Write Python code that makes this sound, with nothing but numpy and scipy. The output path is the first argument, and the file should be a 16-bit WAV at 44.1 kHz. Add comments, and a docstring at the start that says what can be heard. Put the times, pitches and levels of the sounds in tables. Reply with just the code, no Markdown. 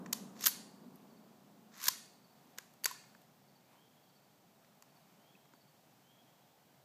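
"""First a quick clack of steel: a rifle bolt is lifted, slid back and forth and locked in a sandy clearing.
The tree line answers every clack; under it an earlier shot rumbles away over a far drone, and two birds call.
The steel is made of bursts of tiny blows, rubbing noise and fading tones, shaped by the metal's resonances.
Rumble, air and cloth are coloured noise, the birds are gliding tones, and the echo is fading noise."""
import sys
import numpy as np
from scipy import signal
from scipy.fft import rfft, irfft, next_fast_len
from scipy.io import wavfile
from scipy.ndimage import uniform_filter1d, map_coordinates

SR = 44100
rng = np.random.default_rng(int(sys.argv[2]) if len(sys.argv) > 2 else 0)


def master(y):
    """Save y as 16-bit WAV."""
    cut = np.clip(np.atleast_2d(y).T, -1, 1)
    pcm = np.round(cut * 32767)  # scale
    wavfile.write(sys.argv[1], SR, pcm.astype(np.int16))


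N = 301722  # length in samples


def amp(db):
    """Gain of a level in dB."""
    return 10 ** (np.asarray(db) / 20)


def unit(x):
    """x scaled to an rms (average strength) of 1."""
    return x / np.sqrt(np.mean(x ** 2) + 1e-20)


def along(points, hz):
    """Value at each pitch, read between (Hz, value) points on a log axis."""
    point_hz, values = np.transpose(points)
    return np.interp(np.log(hz + 1), np.log(point_hz + 1), values)


def wobble(rate, size=N):
    """A smooth random curve that takes a new random value `rate` times a second."""
    knots = rng.standard_normal(int(size * rate / SR) + 4)
    return map_coordinates(knots, [np.arange(size) * rate / SR])


def filtered(x, response):
    """x with each frequency multiplied by response(Hz)."""
    size = next_fast_len(len(x) + 8192)  # spare room lets the ringing die out
    spectrum = rfft(x, size) * response(np.fft.rfftfreq(size, 1 / SR))
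    return irfft(spectrum, size)[:len(x)]


def noise(spectrum):
    """Coloured noise of rms 1."""
    return unit(filtered(rng.standard_normal(N), lambda hz: amp(along(spectrum, hz))))


def mode(f, hz, width):
    """Response of one resonance: 1 at its centre, weaker to both sides."""
    return 1j * f * width / (hz * hz - f * f + 1j * f * width)


def falling(first_db, quick_db, tau_s, slow_db_per_s):
    """Level over time: a quick fall that levels off, on a slow steady one."""
    t = np.arange(N) / SR
    return first_db - quick_db * (1 - np.exp(-t / tau_s)) - slow_db_per_s * t


# Colour of the far drone, leaves and hiss: pitch_hz [Hz], level_db [dB per Hz]
AIR_COLOUR = [(20, -36), (50, -31), (85, -23), (140, -3), (250, -8), (340, -12), (480, -13.5), (750, -9),
              (1100, -17.5), (2070, -22.5), (4500, -24), (8000, -27), (9800, -33), (11500, -27.5),
              (15300, -25.5)]


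def air():
    """Steady noise of the open air, swaying a little in level."""
    return amp(-67 + .6 * wobble(4.9)) * noise(AIR_COLOUR)


# Colour of the deep part of the shot's echo: pitch_hz [Hz], level_db [dB per Hz]
RUMBLE_COLOUR = [(24, -76), (40, -43), (102, -28), (141, -12.5), (204, 1), (264, -4.5), (324, -13.5),
                 (400, -12.5), (520, -43), (880, -120)]
# Colour of the middle part of the shot's echo: pitch_hz [Hz], level_db [dB per Hz]
MIDDLE_COLOUR = [(250, -29), (400, -1), (700, -2.5), (1100, -6), (2000, -23.5), (4000, -35)]


def shot_echo():
    """An earlier shot returns in lumps from far woods, falling fast at first, then slowly."""
    rumble_db = falling(first_db=-51, quick_db=11, tau_s=0.94, slow_db_per_s=4)
    middle_db = falling(first_db=-58.5, quick_db=8.5, tau_s=0.87, slow_db_per_s=4)
    rumble = amp(rumble_db + 1.3 * wobble(13) + 1.1 * wobble(2.5)) * noise(RUMBLE_COLOUR)
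    middle = amp(middle_db + 0.66 * wobble(12)) * noise(MIDDLE_COLOUR)
    return rumble + middle


# Fade of the echo: pitch_hz [Hz], t60_s [s to fall 60 dB, before it is stretched by `slower`]
TREE_FADE = [(500, 0.13), (2000, 0.7), (5000, 0.49), (9000, 0.65), (14000, 0.21)]


def trees(x, slower, block=8192):
    """Scattered echo that builds up once sound has reached the trunks, with a fade for each pitch."""
    out = np.zeros(N + SR)
    for start in range(0, N, block):  # fresh noise for each block, so echoes differ in fine grain
        hz, t, grid = signal.stft(rng.standard_normal(SR * 3 // 4), SR, nperseg=256)
        t60 = slower * along(TREE_FADE, hz)[:, None]
        tail = signal.istft(grid * amp(-60 * t / t60), SR, nperseg=256)[1]
        tail = tail * np.clip(np.arange(len(tail)) / SR / 0.019, .35, 1)  # build-up over 19 ms
        echo = signal.fftconvolve(x[start:start + block], tail / np.linalg.norm(tail))
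        out[start:][:len(echo)] += echo[:N + SR - start]
    return out[:N]


# Cloth moving as the shooter shifts: peak_s [s], level_db [dB], half_length_s [s]
RUSTLES = [(3.74, -70, 0.063), (4.648, -78.5, .05), (5.05, -76, 0.28), (6.298, -82.5, .5)]
# Colour of the cloth: pitch_hz [Hz], level_db [dB per Hz]
CLOTH_COLOUR = [(500, -23), (900, 7.5), (1800, -2.5), (2800, -4), (5000, -12), (8000, -13.5)]


def rustle():
    """Soft clumped noise of cloth, swelling with each move."""
    t = np.arange(N) / SR
    moves = sum(amp(db) * np.exp(-((t - peak_s) / half_s) ** 2) for peak_s, db, half_s in RUSTLES)
    return moves * amp(2.2 * wobble(25)) * noise(CLOTH_COLOUR)


def slur(start_s, db, length_s, glide_hz):
    """One note that slurs up, levels off and warbles a little."""
    u = np.clip((np.arange(N) / SR - start_s) / length_s, 0, 1)  # 0 to 1 along the note
    hz = np.interp(np.sin(np.pi * u / 2), [0, 1], glide_hz) * (1 + .009 * wobble(70))
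    swell = np.abs(np.sin(np.pi * u)) ** .5
    return swell * amp(db + 1.2 * wobble(35)) * np.sin(2 * np.pi * np.cumsum(hz) / SR)


# Whistles of a far bird: start_s [s], level_db [dB], length_s [s], pickup_db [dB, lower slur before it]
WHISTLE_CALLS = [(1.23, -82.5, 0.11, -96), (3.749, -75, 0.12, -83), (5.166, -75.5, .19, -82),
                 (6.028, -73, 0.16, -92)]
PICKUP_HZ, PICKUP_S = (2100, 2500), 0.15  # start and end pitch, length
GLIDE_HZ = (2920, 3363)  # start and end pitch of the main slur


def whistles():
    """Rising slurs; the middle two have a faint lower slur before them, the others none to be heard."""
    out = np.zeros(N)
    for start_s, db, length_s, pickup_db in WHISTLE_CALLS:
        out += slur(start_s - PICKUP_S, pickup_db, PICKUP_S, PICKUP_HZ)
        out += slur(start_s, db, length_s, GLIDE_HZ)
    return out


# Chip notes of a near bird: start_s [s], level_db [dB]
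CHIP_NOTES = [(1.097, -73.5), (1.16, -73.5), (2.236, -69), (2.3, -74), (3.429, -77), (3.478, -74),
              (3.55, -70), (4.025, -75), (4.087, -73), (4.153, -72), (4.233, -78.5), (4.892, -73),
              (4.956, -71), (5.544, -73), (5.604, -70.5), (5.674, -73)]
CHIP_HZ, CHIP_S = 4680, .026  # starting pitch, length


def chips():
    """Short notes that hang for a moment, then drop in pitch."""
    out, t = np.zeros(N + SR), np.arange(2048) / SR
    swell = np.sin(np.pi * np.clip(t / CHIP_S, 0, 1))
    note = swell * np.sin(2 * np.pi * CHIP_HZ * (t - 0.65 * t ** 2 - 30 * t ** 3))
    for start_s, db in CHIP_NOTES:
        out[round(start_s * SR):][:len(t)] += amp(db) * note
    return out[:N] * amp(1.3 * wobble(110))


# Ringing of the empty case: pitch_hz [Hz], level_db [dB], t60_s [s to fall 60 dB]
CASE_TONES = [(13440, -20.5, 0.086), (13300, -33, 0.11), (9760, -39.5, .18)]
EJECT_S = .463  # moment it is flicked out


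def case():
    """Thin brass rings on a few high tones; it tumbles, so the ring flutters."""
    t = np.maximum(np.arange(N) / SR - EJECT_S, 0)
    ring = np.zeros(N)
    for hz, db, t60 in CASE_TONES:
        ring += amp(db - 60 * t / t60 + 5 * wobble(120)) * np.sin(2 * np.pi * hz * t + .8 * wobble(81))
    return ring * (1 - np.exp(-t / 0.0026))  # soft start


# Short tones colouring the blows: pitch_hz [Hz], t60_s [s to fall 60 dB]
# Each key is only a label that tells the tones apart; it does not say which part sounds.
PING_TONES = {"stock": (300, 0.034), "grip": (481, 0.023), "receiver": (1010, 0.028),
              "handle": (1600, 0.026), "lugs": (2100, 0.0074), "swivel": (2530, 0.019),
              "spring": (4550, 0.02), "extractor": (6650, .02), "pin": (13300, 0.1), "sear": (2780, 0.016),
              "shroud": (7250, .008), "sleeve": (7900, 0.014)}
# When each tone sounds: start_s [s], level_db [dB, before the soft start and wobble], label [key above]
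PING_TIMES = [(0.129, -36.5, "receiver"), (.441, -21.5, "extractor"), (.47, -28.5, "handle"),
              (1.884, -27, "receiver"), (2.585, -43, "handle"), (2.584, -43.5, "grip"),
              (2.843, -24, "spring"), (2.8565, -26, "lugs"), (2.856, -37, "grip"), (2.856, -25.5, "sear"),
              (2.857, -26.5, "shroud"), (2.858, -20, "sleeve"), (2.86, -30, "receiver"),
              (2.862, -51, "pin"), (2.911, -33.5, "receiver"), (3.038, -47, "lugs"),
              (5.352, -50.5, "swivel"), (5.537, -50.5, "stock"), (5.536, -53.5, "receiver")]


def pings():
    """Fading tones with a soft start; a random wobble of phase and level roughens each tone."""
    out, t = np.zeros(N + SR), np.arange(SR // 8) / SR
    for start_s, db, label in PING_TIMES:
        hz, t60 = PING_TONES[label]
        roughness = 2.6 * np.minimum(t / .03, 1) * wobble(160, size=len(t))
        ring = np.sin(2 * np.pi * hz * t + roughness) * amp(1.7 * roughness)
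        fade = amp(db - 60 * t / t60) * (1 - np.exp(-t / .0015))
        out[round(start_s * SR):][:len(t)] += fade * ring
    return out[:N]


# Resonances of stock, bolt and receiver: pitch_hz [Hz], width_hz [Hz], level_db [dB, before extra gains]
STEEL_MODES = [(220, 200, -8), (504, 230, -6.5), (1037, 190, -2.5), (1730, 690, -3), (2588, 1000, -5),
               (3960, 1400, -6), (4555, 270, 0.5), (5460, 1600, -5.5), (6987, 1500, -2), (8430, 2000, -8),
               (9740, 900, -7), (11480, 1100, -4), (12570, 1300, -3.5), (13990, 1500, -8)]


def steel(gains_db):
    """Response of the resonances, each with an extra gain; signs alternate from one to the next."""
    def response(f):
        total = 0
        for k, ((hz, width, db), gain_db) in enumerate(zip(STEEL_MODES, gains_db)):
            total = total + (-1) ** k * amp(db + gain_db) * mode(f, hz, width)
        return total
    return response


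def balance(thud_db, low_db, high_db):
    """Extra gain of each resonance from the thud, low and high share of a sound."""
    shares = [(600, thud_db), (900, low_db), (1900, low_db), (4000, 0), (7500, 0.0015), (10500, high_db)]
    return along(shares, np.array(STEEL_MODES)[:, 0])


# The bolt rubbing along its rails, ever faster:
# start_s [s], end_s [s], first_db [dB], last_db [dB], low_db [dB, low part], bend [power that bends the rise]
SLIDE_STROKES = [(0.35, 0.458, -75, -41.5, -1, 0.92), (1.715, 1.893, -76, -40.5, 2, 0.69)]
THINS_DB = -11  # change of the low part over a stroke
DULL_DB, BRIGHT_DB = -13, 0.5  # high part at the start and end of a stroke


def slides():
    """Noise in uneven grains rubs the steel, louder, thinner and brighter as the bolt speeds up."""
    out, t = np.zeros(N), np.arange(N) / SR
    grit = amp(3 * wobble(600) + 1.3 * wobble(120)) * rng.standard_normal(N)  # fine grains and lumps
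    rubbed = filtered(grit, steel(balance(thud_db=-29, low_db=2, high_db=0.92)))

    def band(from_hz, to_hz):
        """One frequency band of the rubbing, at rms 1."""
        return unit(filtered(rubbed, lambda f: (from_hz <= f) & (f < to_hz)))

    low, middle, high = band(0, 2500), band(2500, 8000), band(8000, SR)
    for start_s, end_s, first_db, last_db, low_db, bend in SLIDE_STROKES:
        u = np.clip((t - start_s) / (end_s - start_s), 0, 1)  # 0 to 1 along the stroke
        high_db = DULL_DB + (BRIGHT_DB - DULL_DB) * u
        grain = amp(low_db + THINS_DB * u) * low + middle + amp(high_db) * high
        edges = np.clip(np.minimum(t - start_s, end_s - t) / .006, 0, 1)  # 6 ms fades
        out += edges * amp(first_db + (last_db - first_db) * u ** bend) * grain
    return out


# Contacts of the bolt:
# start_s [s], peak_db [dB], low_db [dB, low part], high_db [dB, high part], chatter_ms [ms]
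BOLT_CONTACTS = [(0.06, -38, 8, -13, 4.2), (0.126, -32, 2.5, -3.5, 2), (0.128, -16.5, -7, 0, 4.4),
                 (0.365, -49, 10.5, -12, 3), (0.408, -32.5, 2.5, 0, 4), (0.426, -31, -17, -13, 4.6),
                 (0.439, -24, -2, -1, 5), (0.456, -18, -13, 3, 6), (0.461, -15, -5, 0, 6),
                 (0.468, -9.5, -6.5, 0.5, 2.5), (0.479, -22, -3, 4.5, 6), (0.957, -48.5, -6, 11.5, 3),
                 (1.741, -51, -5, -11, 3), (1.777, -46, -4, 18.5, 2), (1.818, -44, -1, 10, 2.5),
                 (1.828, -33.5, -1, 5, 5.1), (1.839, -26.5, -12, 5, 4.6), (1.856, -25.5, -11, -4, 3.5),
                 (1.868, -24, 1.5, 2.5, 4), (1.882, -11, -5, 0, 3.9), (2.576, -45, 4, -6, 6.4),
                 (2.584, -27.5, 1, -2, 3), (2.737, -54, -4, 5, 2.5), (2.837, -37, 5, -2, 3.6),
                 (2.843, -20.5, -6, 3, 1.9), (2.856, -13, 2, -3.5, 2.6), (2.911, -37, -1, 3.5, 4.9),
                 (3.04, -58, 10, -18, 3), (3.148, -46.5, 21, -16, 3), (3.216, -54, -1, 2, 3),
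                 (4.646, -55, 6.5, -13, 2.4), (4.823, -43.5, -1.5, -5, 2.5), (5.455, -57.5, 8.5, -14.5, 3),
                 (5.536, -49, 5.5, -16, 2.2), (5.91, -63, 0, -15, 3)]
HARD_DB = -14  # blows above this peak rebound and ring the barrel
BARREL_HZ, BARREL_WIDTH_HZ = 4540, 600
BARREL_T60, BARREL_DB = 0.78, -45  # seconds to fall 60 dB, level against the blow


def barrel():
    """A narrow band of noise stands for many blurred modes; every hard blow tops up its energy."""
    t, energy = np.arange(N) / SR, np.zeros(N)
    for start_s, db, *_ in BOLT_CONTACTS:
        if db > HARD_DB:
            fade_db = -60 * np.abs(t - start_s) / BARREL_T60
            energy += (t > start_s) * amp(db + BARREL_DB + fade_db) ** 2
    blur = filtered(rng.standard_normal(N), lambda f: mode(f, BARREL_HZ, BARREL_WIDTH_HZ) ** 2)
    return np.sqrt(energy) * unit(blur)


THUD_DB = -11  # share of the stock in every contact
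CREST_DB = 9.5  # peak of a chatter over its rms
REBOUND_S, REBOUND_DB = .0028, -5  # delay and level of the one bounce


def contacts():
    """Each contact is a short chatter of tiny blows that rings the steel; hard blows bounce once.
    Returns the direct sound and the sound sent to all sides, where the fine peaks average out."""
    near, around, t = np.zeros(N + SR), np.zeros(N + SR), np.arange(4096) / SR
    rebounds = [(s + REBOUND_S, db + REBOUND_DB, *rest) for s, db, *rest in BOLT_CONTACTS if db > HARD_DB]
    for start_s, db, low_db, high_db, chatter_ms in BOLT_CONTACTS + rebounds:
        start = round(start_s * SR)
        gains_db = balance(THUD_DB, low_db, high_db)
        force = (1 - np.exp(-t / .0004)) * np.exp(-(1000 * t / chatter_ms) ** 1.5)
        blows = rng.standard_normal(len(t)) * amp(3.4 * rng.standard_normal(len(t)))  # a few stand out
        uneven_db = rng.normal(0, 1, len(STEEL_MODES))  # no two contacts ring quite alike
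        clack = filtered(force * blows, steel(gains_db + uneven_db))
        loudest = np.sqrt(uniform_filter1d(clack ** 2, size=64).max())
        clack = amp(db - CREST_DB) * clack / loudest
        near[start:][:len(t)] += clack
        single_click = 1. * (t == 0)
        around[start:][:len(t)] += unit(filtered(single_click, steel(gains_db))) * clack.std()
    return near[:N], around[:N]


def scene():
    """The rifle is near; the birds sit in the wood, where echoes are strong and long."""
    near, around = contacts()
    ringing, tones = slides() + barrel() + case(), pings()
    far_bird, near_bird = whistles(), chips()
    echo = trees(around + ringing + amp(-5) * tones, slower=0.9)
    clearing = near + ringing + tones + amp(-15) * echo
    # the microphone thins the deep bass of the rifle and its echo
    clearing = filtered(clearing, lambda hz: (1j * hz / (1j * hz + 170)) ** 2)
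    birds = far_bird + near_bird + trees(far_bird + amp(-3.5) * near_bird, slower=3.1)
    return (clearing + birds + rustle() + shot_echo() + air())[None]


def record(dry):
    """Keep only what lies below the band limit of 15350 Hz."""
    return filtered(dry[0], lambda hz: hz < 15350)[None]


dry = scene()
out = record(dry)
master(out)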